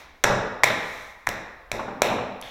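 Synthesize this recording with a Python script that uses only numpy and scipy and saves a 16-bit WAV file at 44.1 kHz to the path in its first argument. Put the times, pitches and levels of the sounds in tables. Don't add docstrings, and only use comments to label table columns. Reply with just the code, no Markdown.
import sys
import numpy as np
from scipy import signal
from scipy.fft import rfft, irfft
from scipy.io import wavfile

SR = 44100
rng = np.random.default_rng(int(sys.argv[2]) if len(sys.argv) > 2 else 0)


def to_wav(s):
    ch = np.atleast_2d(s).T
    pcm = np.round(np.clip(ch, -1, 1) * 32767)
    wavfile.write(sys.argv[1], SR, pcm.astype(np.int16))


N = 110250

# (frequency [Hz], level [dB])
AIR_COLOUR = [(25, 7), (60, 11.5), (130, -8.5), (300, -7.5), (800, -6.5), (2000, -22), (4000, -19),
              (8000, -33), (16000, -29.5)]
AIR_DB = -41.5
# (frequency [Hz], level [dB])
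LINGER_COLOUR = [(100, -11.5), (500, -4), (900, 1), (1400, -3), (2200, 0), (2900, -11.5), (3800, -6.5),
                 (4700, -16), (5800, -10.5), (9000, -24), (12000, -24)]
LINGER_DB, LINGER_T60_S = -34, 0.93
LINGER_TREBLE_HZ, LINGER_TREBLE_T60_S = 4500, 0.3
# (frequency [Hz], echo energy against the direct sound [dB], t60 [s], build-up [s])
ROOM_BANDS = [(60, 0.5, 1.7, 0.018), (149, 4, 0.75, 0.012), (300, 5, 0.73, 0.01), (550, 0.5, 0.98, 0.0085),
              (1000, -2, 1.32, 0.0027), (2100, -1, 1.075, 0.0014), (3800, 2.5, 0.79, 0.001),
              (5930, -7.5, 0.63, .002), (9000, -10, 0.51, 0.0017), (15000, -5, 0.32, .002)]
FIRST_ECHO_S = 0.0079
NEAR_DB, NEAR_FADE_S = -14.5, 0.012
WALL_S, WALL_DB, WALL_EDGE_HZ = 0.0098, -17, 3500
# (frequency [Hz], level [dB], t60 [s])
TABLE_RING = [(27, -3, 0.71), (45, -6.5, 1), (79.6, -5.5, 0.27), (99, 1, 0.48), (129.2, 3, 0.25)]
# (time [s], length [s], level before colouring [dB])
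SHEET_SLIDES = [(0.66, 0.5, -45), (1.053, 0.24, -61), (2.41, 0.13, -49)]
# (frequency [Hz], level [dB])
SLIDE_COLOUR = [(200, 8), (1000, 3), (2200, 16.5), (2900, 1.5), (3800, 9), (4700, -4), (5700, 3),
                (9500, -11.5), (12500, -8.5), (16000, -16)]
# (time [s], level before filtering [dB], centre [Hz], half width [octaves], room send [dB])
SHEET_TICKS = [(2.4140, -26.5, 7700, .9, -1), (2.4251, -15, 2920, 0.51, 4.5)]
TICK_FADE_S = 0.00084
# (time [s], level before filtering [dB], treble edge [Hz],
# attack [s], fade [s], room send [dB], table ring [dB])
LUMP_THUDS = [(0.245, -16.5, 900, 0.0036, 0.032, -6, -36), (0.299, -17, 1000, 0.0025, 0.025, 0, -31),
              (0.45, -40, 300, 0.0034, .015, -8, -62), (.642, -31.5, 500, 0.0049, 0.051, -1.5, -41),
              (0.7, -20, 1700, 0.0018, 0.014, -4, -56), (1.279, -25, 300, 0.0047, 0.032, -5, -42.5),
              (1.728, -31, 550, 0.0048, 0.017, 4, -40.5), (1.7921, -21.5, 1430, 0.00088, 0.015, -1.5, -54),
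              (1.88, -26.5, 1300, 0.00089, 0.017, 0.5, -74), (2.029, -27, 600, 0.0044, 0.026, 5.5, -43),
              (2.099, -15, 810, 0.0057, 0.023, -1, -52), (2.182, -22, 1310, 0.0014, 0.015, -5, -66)]
# (frequency [Hz], level [dB])
BODY_COLOUR = [(25, -9.5), (45, -3.5), (65, -0.5), (125, 10.5), (165, 4), (220, 14), (340, 7.5),
               (450, 12.5), (900, 15), (2000, 4), (6000, -4.5)]
# (time [s], palm hollow [Hz], palm level [dB],
# finger pocket [Hz], pocket level [dB], pocket swell [s], wet crack level [dB], crack top edge [Hz],
# squirt over the crack [dB], pops to room [dB], crack to room [dB])
HAND_SLAPS = [(0.239, 730, -24, 2100, -45, 0.0007, -3.5, 13200, -6, 5.5, -3),
              (0.2424, 477, -7, 1610, 2.5, 0.00025, -3, 9000, 4, 1.5, -0.5),
              (0.635, 935, -2, 1992, -1.5, 0.00074, -3, 13200, -14, -4, 3.5),
              (0.6408, 650, -4.5, 2196, -4, 0.00082, -2.5, 14100, -27, -2, -21),
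              (1.2688, 800, -31.5, 1760, -27, 0.00022, -17, 14000, -9, -4, -13),
              (1.2716, 934, -11.5, 1923, -6, 0.00049, -17, 11340, -5, -4.5, -1),
              (1.2898, 587, -18, 2100, -24.5, 0.0002, -14.5, 16000, 0.5, 2.5, -0.5),
              (1.7163, 595, -18.5, 2100, -22.5, 0.00028, -11, 13000, -4.5, 7.5, -1.5),
              (2.0196, 548, -2.5, 1780, -3, 0.00011, -2, 13700, -8, 1, 0)]
# (frequency [Hz], level [dB])
CRACK_COLOUR = [(100, -8.5), (400, -7.5), (1500, -2.5), (2350, 6.5), (2900, -4.5), (3850, 1), (4600, -12),
                (5700, -0.5), (6500, -8.5), (7300, -3), (8600, -11), (12500, -10.5), (16000, -14.5)]
PALM_SWELL_S, CRACK_FADE_S = 0.00061, 0.0016
ROOM_POP_SHARE = 0.82
SQUIRT_HZ, SQUIRT_WIDTH_HZ = 6100, 1800
OVERLOAD, TOP_HZ = 0.9, 16200


def undb(db):
    return 10 ** (np.asarray(db) / 20)


def on_log(hz, points_hz, values):
    return np.interp(np.log(np.maximum(hz, 1)), np.log(points_hz), values)


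def colour(x, points):
    size = 2 * N
    hz, db = np.array(points).T
    gain = undb(on_log(np.arange(N + 1) * SR / size, hz, db))
    cepstrum = irfft(np.log(gain))
    cepstrum[1:N] *= 2
    cepstrum[N + 1:] = 0
    return irfft(rfft(x, size) * np.exp(rfft(cepstrum)))[:N]


def band(x, hz, kind, order=2):
    edges = np.clip(hz, 1, SR / 2 - 1)
    return signal.sosfilt(signal.butter(order, edges, kind, fs=SR, output="sos"), x)


def since(start):
    return np.maximum(np.arange(N) / SR - start, 0)


def click(start):
    return 1.0 * (np.arange(N) == int(start * SR))


def burst(start, fade_s):
    t = since(start)
    return (t > 0) * np.exp(-t / fade_s) * rng.standard_normal(N)


def pop(start, hz, swell_s):
    t = since(start)
    swell = t / swell_s * np.exp(1 - t / swell_s)
    return swell * np.sin(2 * np.pi * hz * t)


def background():
    air = colour(rng.standard_normal(N), AIR_COLOUR)
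    lows = band(burst(0, LINGER_T60_S / np.log(1000)), LINGER_TREBLE_HZ, "low")
    treble = band(burst(0, LINGER_TREBLE_T60_S / np.log(1000)), LINGER_TREBLE_HZ, "high")
    linger = colour(lows + treble, LINGER_COLOUR)
    return undb(AIR_DB) * air + undb(LINGER_DB) * linger


def room(x):
    hz, db, t60, build = np.array(ROOM_BANDS).T
    freqs = np.arange(N // 2 + 1) * SR / N
    t = since(FIRST_ECHO_S)
    noise = rfft(rng.standard_normal(N))
    response = np.zeros(N)
    for k in range(len(hz)):
        share = on_log(freqs, hz, np.arange(len(hz)) == k)
        envelope = (1 - np.exp(-t / build[k])) * np.exp(-np.log(1000) * t / t60[k])
        envelope /= np.sqrt(np.sum(envelope ** 2))
        response += undb(db[k]) * irfft(noise * share, N) * envelope
    response += undb(WALL_DB) * band(click(WALL_S), WALL_EDGE_HZ, "low")
    near = burst(0.001, NEAR_FADE_S)
    response += undb(NEAR_DB) * near / np.sqrt(np.sum(near ** 2))
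    return signal.fftconvolve(x, response)[:N]


def table():
    t = since(0)
    ring = np.zeros(N)
    for hz, db, t60 in TABLE_RING:
        ring += undb(db) * np.exp(-np.log(1000) * t / t60) * np.sin(2 * np.pi * hz * t)
    blows = sum(undb(ring_db) * click(start) for start, *_, ring_db in LUMP_THUDS)
    return signal.fftconvolve(blows, ring)[:N]


def slides():
    swell = np.zeros(N)
    for start, length, db in SHEET_SLIDES:
        swell += undb(db) * np.sin(np.pi * np.minimum(since(start) / length, 1))
    return colour(rng.standard_normal(N) * swell, SLIDE_COLOUR)


def ticks():
    out = np.zeros((2, N))
    for start, db, hz, width, send_db in SHEET_TICKS:
        edges = hz * 2 ** (width * np.array([-1, 1]))
        snap = undb(db) * band(burst(start, TICK_FADE_S), edges, "band", order=3)
        out += [snap, undb(send_db) * snap]
    return out


def thuds():
    out = np.zeros((2, N))
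    for start, db, edge_hz, attack_s, fade_s, send_db, _ in LUMP_THUDS:
        softened = burst(start, fade_s) * (1 - np.exp(-since(start) / attack_s))
        blow = undb(db) * band(softened, edge_hz, "low")
        out += [blow, undb(send_db) * blow]
    return [colour(path, BODY_COLOUR) for path in out]


def slaps():
    pops, cracks = np.zeros((2, N)), np.zeros((2, N))
    squirt_edges = SQUIRT_HZ + SQUIRT_WIDTH_HZ * np.array([-0.5, 0.5])
    for (start, palm_hz, palm_db, pocket_hz, pocket_db, pocket_s,
         crack_db, edge_hz, squirt_db, pop_room_db, crack_room_db) in HAND_SLAPS:
        palm = palm_hz, palm_db, PALM_SWELL_S, -1
        pocket = pocket_hz, pocket_db, pocket_s, 1
        for hz, db, swell_s, sign in (palm, pocket):
            pops[0] += sign * undb(db) * pop(start, hz, swell_s)
            room_pop = pop(start, hz, ROOM_POP_SHARE * swell_s) / np.sqrt(ROOM_POP_SHARE)
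            pops[1] += sign * undb(db + pop_room_db) * room_pop
        even_click = np.sqrt(CRACK_FADE_S * SR / 2) * click(start)
        paths = np.array([burst(start, CRACK_FADE_S), undb(crack_room_db) * even_click])
        squirt = band(paths, squirt_edges, "band", order=1)
        cracks += undb(crack_db) * band(paths + undb(squirt_db) * squirt, edge_hz, "low")
    return [band(p, 290, "high", order=1) + colour(c, CRACK_COLOUR) for p, c in zip(pops, cracks)]


def scene():
    slap, slap_feed = slaps()
    thud, thud_feed = thuds()
    tick, tick_feed = ticks()
    echo = room(slap_feed + thud_feed + tick_feed)
    mix = background() + echo + table() + slides() + tick + thud + slap
    return mix[None]


def record(dry):
    rounded = dry / (1 + (dry / OVERLOAD) ** 4) ** 0.25
    return signal.sosfilt(signal.ellip(8, 0.2, 80, TOP_HZ, fs=SR, output="sos"), rounded)


dry = scene()
out = record(dry)
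to_wav(out)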